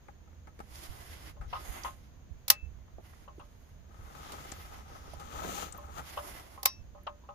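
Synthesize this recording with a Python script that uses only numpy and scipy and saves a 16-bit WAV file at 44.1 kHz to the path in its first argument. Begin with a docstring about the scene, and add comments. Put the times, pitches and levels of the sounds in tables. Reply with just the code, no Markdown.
"""Under a car on gravel a click-type torque wrench tightens a drain plug. It snaps twice at its set torque:
bursts of band-split noise crack while struck modes ring the tube and the oil pan. The socket knocks on the plug
and rings the pan. A sleeve swishes on the right and the mat creaks on the left, both friction noise. Noise bursts
through resonances give ticking grit and wind puffs; shaped noise gives distant rumble and faint outdoor hiss."""
import sys
import numpy as np
from scipy import signal
from scipy.fft import rfft, irfft, next_fast_len
from scipy.io import wavfile

SR = 44100
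rng = np.random.default_rng(int(sys.argv[2]) if len(sys.argv) > 2 else 0)


def file_out(sig):
    """Save sig as 16-bit WAV at sys.argv[1]."""
    # one column per channel
    cols = np.atleast_2d(sig).T
    # limit, then scale
    lim = np.clip(cols, -1, 1)
    pcm = np.round(lim * 32767).astype(np.int16)
    wavfile.write(sys.argv[1], SR, pcm)


N = 323694
PORT_LAG = 21   # samples between the microphone ports for a source at the side


# Wrench pawl slipping and striking. Each row: start in seconds, crack level in dB, rise of the crack and decay
# of the blow in ms, blow into the pan over crack in dB, grip damping factor, tube ring over crack in dB.
PAWL_SNAPS = [(2.4800, -19, 1.8, -20, 2.5, -14), (2.5008, 0, 1.2, -23, 3.5, -9),
              (6.6303, -21, .6, -14, 1.2, -16), (6.6534, -14, 1.2, -24, 1.3, -20),
              (6.6562, -3, .9, -18, 1, -16)]
# Modes of wrench tube and socket. 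Each row: frequency in Hz, level in dB, t60 in seconds before the grip damps it.
WRENCH_MODES = [(1930, -14, .06), (2126, -20, .08), (3070, -18, .07), (4565, -12, .06), (4996, -12, .07),
                (5992, -16, .07), (8403, -22, .04), (9819, -16, .035), (10760, -17, .035),
                (12300, -16, .04), (14809, -26, .06), (2562, -32, .2), (2632, -32, .55), (3854, -23, .17),
                (4716, -19, .17), (5120, -25, .2), (5330, -26, .15), (5685, -18, .24), (5857, -27, .24)]
# Spectrum of the crack. Each row: frequency in Hz, level in dB per Hz.
CRACK_TONE = [(710, -35), (1200, -23.5), (1950, -5), (2400, -7.5), (4860, 3), (6800, 2), (7490, -7),
              (9110, -6.5), (12100, 7.5), (15500, 11), (16000, -14)]
LET_OFF_S, LET_OFF_T60_S = .16, .12   # this long after a snap the pull eases and the slack joint chokes the ring


def wrench():
    """Impulse excitation: each snap cracks, rings the tube and drives the pan; grip damps all but one long mode."""
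    out = np.zeros((2, N))
    t = np.arange(20000) / SR
    choke = from_db(-60 * np.maximum(t - LET_OFF_S, 0) / LET_OFF_T60_S)
    for s, db, ms, pan_db, grip, ring_db in PAWL_SNAPS:
        # the socket's long ring escapes the grip
        held = [(hz, level_db, t60 / max(grip, .5) if t60 < .3 else t60)
                for hz, level_db, t60 in WRENCH_MODES]
        add(out, s, from_db(db) * crack(CRACK_TONE, ms, head_db=20.0, head_speed=6.1))

        tube_blow = contact(ms, 0.037, size=20000)
        tube = choke * struck(held, tube_blow, scatter_db=3.2)
        add(out, s, from_db(db + ring_db) * tube)

        pan_blow = contact(6, 2, size=12000)
        pan = struck(loaded_pan(0, load=.35), pan_blow, scatter_db=2)
        add(out, s, from_db(db + pan_db) * peak_one(pan))
    return out


# Socket knocking on the plug. Each row: start in seconds, peak of the first ring in dB, clunk over ring in dB,
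# tilt of the ring in dB per octave.
SOCKET_KNOCKS = [(1.365, -50.5, -4, -16), (1.529, -26.5, -0.5, 7), (1.552, -30.5, -1.5, 6),
                 (1.847, -25, -3.5, 11), (1.877, -39, 0, 1), (2.879, -55.5, -2, 6.5), (3.278, -41, -3, -3),
                 (3.396, -44.5, 3, 3), (3.409, -48, 1, 4), (5.783, -38.5, -14, -5), (6.173, -28, 4.5, -10),
                 (6.239, -41, -17, 6), (6.577, -39.5, -14, 5.5), (6.949, -43.5, -11, -16),
                 (6.98, -50, -15, 8), (7.067, -35, 8, -14), (7.074, -36.5, -5, 22), (7.237, -53, -1.5, 2.5),
                 (7.289, -36.5, -8, -2)]
# Dense upper pan modes. Each row: frequency in Hz, level in dB per Hz.
CLUNK_TONE = [(350, -24), (600, -3), (1000, 16.5), (1500, -2.5), (2200, -18.5), (3000, 7.5), (4200, -16),
              (5200, -11), (8000, -55)]
KNOCK_MS = 4.0                       # decay of the contact chatter
REBOUND_S, REBOUND_DB = .011, -8.5   # spacing is near this; each rebound is weaker by this much


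def socket():
    """Repeated impact: a knock and two uneven rebounds ring the low pan modes, with clunk from the dense upper ones."""
    out = np.zeros((2, N))
    for s, db, clunk_db, tilt_db in SOCKET_KNOCKS:
        for k in range(3):
            hit_s = s + k * REBOUND_S * rng.uniform(0.76, 1.2)
            hit_db = db + k * REBOUND_DB
            # soft, oily contact
            push = signal.lfilter([.2], [1, -.8], contact(KNOCK_MS, 1.1, size=12000))
            pan = struck(loaded_pan(tilt_db), push, scatter_db=2.5)
            add(out, hit_s, from_db(hit_db) * peak_one(pan))
            clunk = crack(CLUNK_TONE, KNOCK_MS / 2.3, head_db=23.0, head_speed=3.3)
            add(out, hit_s, from_db(hit_db + clunk_db) * clunk)
    return out


# Oil pan modes. Each row: frequency in Hz, level in dB before tilt, t60 in seconds with no socket on the plug.
PAN_MODES = [(586, -10, 0.47), (619, -13, 0.18), (700, -25, 0.17), (817, -5, 0.24), (896.6, -21.5, 0.1),
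             (988, -1.5, 0.12), (1061.5, -2.5, 0.24), (1117, -3, 0.079), (1255, -6.5, 0.3),
             (1280, -23.5, 0.012), (1896, -3, 0.011)]


def loaded_pan(tilt_db, load=.6):
    """Modal damping: the pressed socket shortens the ring by the load; where the blow lands tilts the modes."""
    return [(hz, db + tilt_db * np.log2(hz / 900), load * t60) for hz, db, t60 in PAN_MODES]


# Decay of the crack by band. Each row: frequency in Hz, t60 in seconds.
CRACK_DECAY = [(500, 0.06), (1200, 0.19), (3500, 0.086), (9000, 0.076), (16000, 0.041)]
# Balance of the crack. Each row: frequency in Hz, left over right in dB.
CRACK_BALANCE = [(1000, 5.5), (2200, 2.5), (4500, 4.5), (8000, -7), (12000, -3)]


def crack(tone, rise_ms, head_db, head_speed, size=7000):
    """Diffuse decay: dense modes and echoes off floor pan and gravel as noise bands under a quick first fall."""
    edges, t = 400 * 2 ** np.arange(0, 5.4, 1 / 3), np.arange(size) / SR   # third octaves
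    rise = (1 - np.exp(-1000 * t / max(rise_ms, .02))) ** 2
    out = 0
    for low, high in zip(edges, edges[1:]):
        hz = np.sqrt(low * high)
        fall = from_db(-60 * t / at_hz(CRACK_DECAY, hz))
        envelope = rise * (fall + from_db(head_db) * fall ** head_speed)
        noise = rng.standard_normal((2, size)) * envelope
        gain = from_db(at_hz(tone, hz) + at_hz(CRACK_BALANCE, hz) * np.array([[.5], [-.5]]))
        out = out + gain * bandpass(noise, low, high, order=2)
    return peak_one(out)


def struck(modes, push, scatter_db, turn=0.23):
    """Modal superposition: each port hears every mode at its own strength, one port a part of a cycle later."""
    out = 0
    gains = from_db(scatter_db * rng.standard_normal((len(modes), 2, 1)))
    for k, (hz, db, t60) in enumerate(modes):
        tone = from_db(db) * ring(push, hz, t60)
        late = np.r_[np.zeros(round(turn * SR / hz)), tone][:len(tone)]
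        out = out + gains[k] * np.array([tone, late] if k % 2 else [late, tone])
    below_hz = .85 * min(modes)[0]      # a small body radiates little under its lowest mode
    return signal.sosfilt(signal.butter(4, below_hz, "high", fs=SR, output="sos"), out)


def contact(ms, chatter, size):
    """Impact force: a clean blow with chatter dying over about ms."""
    push = chatter * burst(ms, size=size)[0]
    push[0] += 1
    return push


# Sleeve strokes. Each row: start in seconds, rise in seconds, hold in seconds, fall in seconds,
# held hiss level in dB, body over hiss in dB.
SLEEVE_STROKES = [(0.547, .21, 0.54, 0.044, -52, 1.23), (1.463, 0.041, 0.097, 0.063, -57, 3),
                  (1.509, .16, 0.2, .12, -47, 0), (1.94, 0.061, .04, 0.13, -69, 2.66),
                  (2.99, 0.057, 0.2, 0.059, -65, 1.5), (3.33, 0.043, 0.27, .06, -72.5, 0.5),
                  (3.619, 0.046, 0.024, 0.11, -68.5, 2), (3.916, 0.32, 0.43, 0.15, -54.5, 2),
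                  (4.703, 0.036, 0.018, 0.18, -59, 3.5), (4.835, 0.055, 0.26, 0.054, -61.5, 3.5),
                  (5.968, 0.12, .3, 0.35, -48.5, 1.34)]
# Spectrum of the cloth. Each row: frequency in Hz, level in dB per Hz.
CLOTH_TONE = [(200, -7.5), (330, 0), (460, -7.5), (720, 1), (1400, -3), (2000, -5), (2500, -6),
              (3300, -4.5), (4200, -7), (6400, 7), (7900, -20), (9500, -17.5), (12000, -17), (16000, -31.5)]
# Balance of the cloth. Each row: frequency in Hz, left over right in dB.
CLOTH_BALANCE = [(250, -1.5), (1300, -1), (2400, -3.5), (5000, -1.5), (9000, -10.5), (16000, -11.5)]


def sleeve():
    """Sliding friction: smooth cloth noise from the right in strokes; broad contact adds body below the hiss."""
    alike = [(250, 0.7), (1000, 0.29), (3000, 0.05), (8000, 0.054), (16000, 0.13)]
    grains = friction(1.5, 30000)
    rub = stereo_noise(grains, CLOTH_TONE, CLOTH_BALANCE, alike, PORT_LAG, patchy_db=1.8)
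    hiss, body = part(rub, 7500, 18000), part(rub, 150, 7500)
    body = body + from_db(-22.0) * part(rub, 1900., 2150.)      # the weave sings faintly
    return sum(stroke(*shape) * (hiss + from_db(body_db) * body) for *shape, body_db in SLEEVE_STROKES)


# Mat creaks. Each row: start in seconds, level in dB before the port gains, slip decay in ms,
# bright edge over resonance in dB.
MAT_CREAKS = [(0.083, -44, 7.5, -20), (0.274, -58, 7.8, -20), (0.33, -54, 3.1, -21),
              (0.471, -48.5, 14, -13), (0.591, -43, 4.2, -8), (0.602, -34.5, 6.7, -16.5),
              (1.411, -43, 37, -16), (3.943, -50, 3.1, -15), (4.15, -42.5, 12, -12), (4.32, -42.5, 10, 0.5),
              (4.52, -36, 5.3, -3), (5.197, -41, 19, -6.5), (5.331, -53, 5.7, 4), (5.982, -38, 3.4, -5),
              (5.994, -40.5, 11, -11), (6.396, -48, 7.8, 1)]


def creaks():
    """Stick-slip: short slips excite the mat's resonances with a bright edge, reaching the left port first."""
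    out = np.zeros((2, N))
    for s, db, ms, bright_db in MAT_CREAKS:
        slip = burst(ms, size=3000)
        slip = slip[0] + 3.2 * slip      # partly alike at both ports
        edge = bandpass(slip, 900., 7000., order=1)
        sound = peak_one(mat_voice(slip)) + from_db(bright_db) * peak_one(edge)
        left = from_db(5.0) * sound[0]
        right = from_db(3.5) * np.roll(sound[1], PORT_LAG)
        add(out, s, from_db(db) * np.array([left, right]))
    return out


# Mat resonances. Each row: frequency in Hz, width in Hz, level in dB.
MAT_MODES = [(497.6, 820, -6), (812.5, 62, 1), (1278, 87, 0.5), (2050, 700, -15.5)]


def mat_voice(x):
    """Parallel resonance: the mat's modes add with alternating signs, broader ones dying sooner."""
    out = 0
    for k, (hz, width, db) in enumerate(MAT_MODES):
        t60 = np.log(1000) / np.pi / width
        out = out + (-1) ** k * from_db(db) * width * ring(x, hz, t60)
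    return out


# Weight shifting on the mat. Each row: time in seconds, level in dB, scratch over level in dB.
WEIGHT_SHIFTS = [(3.84, -75, -14), (3.93, -63.5, -14), (4.05, -60, -10), (4.18, -54.5, -7.5),
                 (4.34, -49.5, -9), (4.5, -54.5, -6), (4.64, -57.5, -6), (4.79, -57, -7), (4.85, -64.5, -6),
                 (4.95, -56.5, -11.5), (5.14, -57, -9), (5.35, -47, -6.5), (5.5, -47, -1),
                 (5.63, -41.5, -2.4), (5.71, -56, -6), (5.9, -57.5, -9.5), (5.99, -45, -6),
                 (6.03, -54.5, -14), (6.1, -64, 9)]
# Spectrum of the rubbing. Each row: frequency in Hz, level in dB per Hz.
RUBBING_TONE = [(90, -19.5), (150, -4), (300, -9), (480, -7), (800, 2), (1340, -1), (2020, -7),
                (3200, -9.5), (5200, -18.5), (6700, -9.5), (8200, -22), (12000, -20), (16000, -18)]
# Balance of the rubbing. Each row: frequency in Hz, left over right in dB.
RUBBING_BALANCE = [(150, -0.5), (400, -2.5), (800, 5.5), (2400, 9), (8000, 7.5), (16000, 2)]
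# A heavy drag across the ground. The one row: start in seconds, rise in seconds, hold in seconds,
# fall in seconds, held level in dB.
GROUND_DRAG = (5.41, .025, .045, .09, -45)


def shifting():
    """Granular friction: rubbing from the left, its middle range exciting the mat, with one heavy drag."""
    level_db, scratch_db = between_silence(WEIGHT_SHIFTS)
    alike = [(150, 0.11), (500, 0.7), (1500, 0.61), (6000, 0.07), (16000, 0.034)]
    grains = friction(0.43, 11000)
    rub = stereo_noise(grains, RUBBING_TONE, RUBBING_BALANCE, alike, -PORT_LAG, patchy_db=0.77)
    slips = from_db(3.6 * drift(25.0) - 2.0)      # the mat gives way in uneven slips
    middle = from_db(-6.0) * part(rub, 650, 1800) + slips * rms_one(mat_voice(rub))
    scratch, weight = part(rub, 2500, 18000), part(rub, 100, 600)
    mixture = middle + from_db(scratch_db) * scratch + from_db(-9.0) * weight
    drag = stroke(*GROUND_DRAG) * from_db(1.7 * drift(43.0)) * weight
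    return from_db(level_db) * mixture + drag


# Grit ticks. Each row: start in seconds, level in dB, resonance in Hz, left over right in dB, burst decay in ms.
GRIT_TICKS = [(.757, -45, 5400, 3, 4), (1.835, -34.5, 5670, -7, 3.5), (2.983, -39.5, 610, -6, 11.4),
              (3.132, -50.5, 1550, -13, 6.6), (3.38, -42, 360, -3, 7.4), (3.394, -58, 9000, -6, 3),
              (4.518, -37, 7130, 18, 4.4), (4.901, -52, 672, -14, 5), (4.916, -44, 624, -8, 20),
              (5.079, -41, 640, -5.5, 6.9), (5.135, -39, 880, -9, 7.2), (5.137, -47, 10700, -15, 2.1),
              (5.724, -35.5, 7770, 12, 4.1), (5.776, -42, 14100, 11, 3), (7.034, -58, 12100, -14, 2.8)]


def grit():
    """Resonant impact: each tick is a short noise burst through one resonance."""
    return blips(GRIT_TICKS, cycles=5.3, alike=0.16)


# Outdoor rumble. Each row: time in seconds, level in dB.
RUMBLE_LEVEL = [(0.0, -56.5), (0.31, -55), (0.8, -52), (1.7, -51), (2.5, -54.5), (3.4, -55), (4.7, -51),
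                (5.85, -51.5), (6.58, -55.5), (7.03, -55), (7.34, -57)]
# Spectrum of the rumble. Each row: frequency in Hz, level in dB per Hz.
FAR_TONE = [(8.8, -36.5), (15, -14.5), (70, 1.5), (83, -2.5), (103, -9.5), (150, -14), (210, -21.5),
            (270, -29), (308, -50.5), (500, -25), (650, -66.5), (1100, -120)]
# Spectrum of the hiss. Each row: frequency in Hz, level in dB per Hz.
HISS_TONE = [(120, -28.5), (200, -3.5), (500, -14.5), (659, -12.5), (836, -17.5), (1020, -17), (1250, -20),
             (1400, -19.5), (1740, -20.5), (2860, -26), (3020, -25), (5730, -30.5), (6520, -20),
             (7970, -43.5), (16000, -32)]
# Wind puffs on the microphone. Each row: start in seconds, level in dB, left over right in dB, burst decay in ms.
WIND_PUFFS = [(0.885, -37.5, -18, 28), (1.395, -36.5, 5, 83), (1.685, -44, -37, 22),
              (2.296, -45.5, -27, 40), (2.625, -38, -16, 124), (2.934, -43, -18, 28), (3.984, -40, -10, 50),
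              (5.353, -42, -2, 58), (6.322, -50, -3, 22), (6.786, -44, -19, 130)]
HISS_DB, PUFF_HZ = -66, 68


def outdoors():
    """Spectral shaping: noise forms far rumble, its bass stronger on the right, and thin hiss; wind puffs on top."""
    rumble = stereo_noise(rng.standard_normal((3, N)), FAR_TONE,
                          side=[(25, -11.0), (60, -3.0), (130, -2.5), (400, 1.5)],
                          alike=[(25, 0.45), (60, 0.76), (130, 1.0), (300, 0.67), (500, 0.2)],
                          lag=3.0, patchy_db=0.0, count=4)
    hiss = stereo_noise(rng.standard_normal((3, N)), HISS_TONE,
                        side=[(200, -0.87), (16000, .1)],
                        alike=[(200, 0.3), (600, 0.21), (2000, .05)],
                        lag=6.0, patchy_db=0.33, count=8)
    puffs = [(s, db, PUFF_HZ, side_db, ms) for s, db, side_db, ms in WIND_PUFFS]
    level_db = in_time(RUMBLE_LEVEL)[0]
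    return from_db(level_db) * rumble + from_db(HISS_DB) * hiss + blips(puffs, cycles=3.9, alike=0.53)


def blips(rows, cycles, alike):
    """Filtered excitation: short noise bursts pass through one broad resonance each, damped in two stages."""
    out = np.zeros((2, N))
    for s, db, hz, side_db, ms in rows:
        push = burst(ms, size=9000)
        push = alike * push[0] + push
        sound = peak_one(ring(ring(push, hz, cycles / hz), hz, 0.27 / hz))
        add(out, s, from_db(db + 1.0 + side_db * np.array([[.5], [-.5]])) * sound)
    return out


def stereo_noise(streams, tone, side, alike, lag, patchy_db, count=10):
    """Coherence between ports: coloured noise from one direction, octaves flickering partly on their own."""
    size = next_fast_len(N, True)
    hz = np.arange(size // 2 + 1) * SR / size
    both, left, right = rfft(streams, size)
    share = np.clip(at_hz(alike, hz), 0, 1)         # part of the power that the ports have in common
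    turn = np.exp(-1j * np.pi * hz * lag / SR)      # half the lag on either port; above 0 the right leads
    pair = np.sqrt(share) * both * [turn, turn.conj()] + np.sqrt(1 - share) * np.array([left, right])
    pair = pair * from_db(at_hz(tone, hz) + at_hz(side, hz) * np.array([[.5], [-.5]]))
    out, together = 0, drift(15.0)
    octave = np.clip(np.log2(hz / 30 + 1e-9), 0, count - 1)
    for k in range(count):
        band = irfft(pair * np.clip(1 - np.abs(octave - k), 0, 1), size)[:, :N]
        out = out + band * from_db(patchy_db * (0.91 * together + drift(2.9)))
    return mid_rms_one(out)


def friction(grain_db, per_s):
    """Shot noise: three streams of uneven grains, one that both ports hear and one for each alone."""
    sizes = from_db(grain_db * np.minimum(rng.exponential(1, (3, N)), 5))
    return rng.standard_normal((3, N)) * sizes * (rng.random((3, N)) < per_s / SR)


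def burst(ms, size=9000):
    """Exponential decay: two draws of contact noise dying over about ms, unit energy."""
    x = rng.standard_normal((2, size)) * np.exp(-np.arange(size) / (max(ms, .05) * SR / 1000))
    return x / np.sqrt(np.sum(x ** 2, axis=1, keepdims=True)) + 1e-18


def ring(x, hz, t60):
    """Damped oscillator: a unit click sets a sine of height 1 ringing."""
    r, w = from_db(-60 / (max(t60, 1e-3) * SR)), 2 * np.pi * hz / SR
    return signal.lfilter([0, np.sin(w)], [1, -2 * r * np.cos(w), r * r], x)


def drift(rate_hz):
    """Low-passed chance: a slow random wander about 0 with rms 1, drawn once every 40 samples."""
    r = np.exp(-80 * np.pi * rate_hz / SR)
    slow = signal.lfilter([1], [1, -2 * r, r * r], rng.standard_normal(N // 40 + 2002))[2000:]
    return np.interp(np.arange(N) / 40, np.arange(len(slow)), rms_one(slow))


def stroke(s, rise_s, hold_s, fall_s, db):
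    """Amplitude envelope: one movement swells, holds and dies away between silences."""
    times = s + np.cumsum(np.abs([0, rise_s, hold_s, fall_s]))
    levels = db - 22 * np.array([1, 0, 0, 1])      # starts and ends 22 dB under its full level
    return from_db(between_silence(list(zip(times, levels)))[0])


def between_silence(rows):
    """Level contour: curve columns, the first a level in dB that fades to -120 dB at both ends."""
    first, last = list(rows[0]), list(rows[-1])
    before = [first[0] - .04, -120] + first[2:]
    after = [last[0] + .04, -120] + last[2:]
    return in_time([before] + list(rows) + [after])


def in_time(rows):
    """Linear interpolation: curve columns at every sample."""
    s, *columns = np.transpose(rows)
    return [np.interp(np.arange(N) / SR, s, c) for c in columns]


def at_hz(points, hz):
    """Logarithmic pitch scale: read a table on a log-frequency axis."""
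    return np.interp(np.log(hz + 1e-9), np.log(np.array(points)[:, 0]), np.array(points)[:, 1])


def bandpass(x, low_hz, high_hz, order):
    """Band limiting: a Butterworth band."""
    return signal.sosfilt(signal.butter(order, [low_hz, high_hz], "band", fs=SR, output="sos"), x)


def part(x, low_hz, high_hz):
    """Band decomposition: one band of a sound, rms 1 in the mean of both ports."""
    return mid_rms_one(bandpass(x, low_hz, high_hz, order=2))


def mid_rms_one(x):
    """Power normalisation: rms 1 in the mean of both ports."""
    return x / np.sqrt(np.mean(x.mean(axis=0) ** 2))


def rms_one(x):
    """Power normalisation: unit rms."""
    return x / np.sqrt(np.mean(x ** 2) + 1e-20)


def peak_one(x):
    """Peak normalisation: unit peak."""
    return x / np.max(np.abs(x))


def from_db(db):
    """Decibel law: amplitude gain of a level in dB."""
    return 10 ** (np.asarray(db) / 20)


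def add(out, s, piece):
    """Superposition: mix a stereo piece in at time s."""
    i = round(s * SR)
    out[:, i:i + piece.shape[1]] += piece[:, :N - i]


def scene():
    """Superposition: all sources add at the two microphone ports."""
    return wrench() + socket() + creaks() + grit() + sleeve() + shifting() + outdoors()


def record(dry):
    """Low-pass filtering: the top is cut, 60 dB down from 16 kHz."""
    return signal.sosfilt(signal.cheby2(16, 60, 16000, fs=SR, output="sos"), dry)


dry = scene()
out = record(dry)
file_out(out)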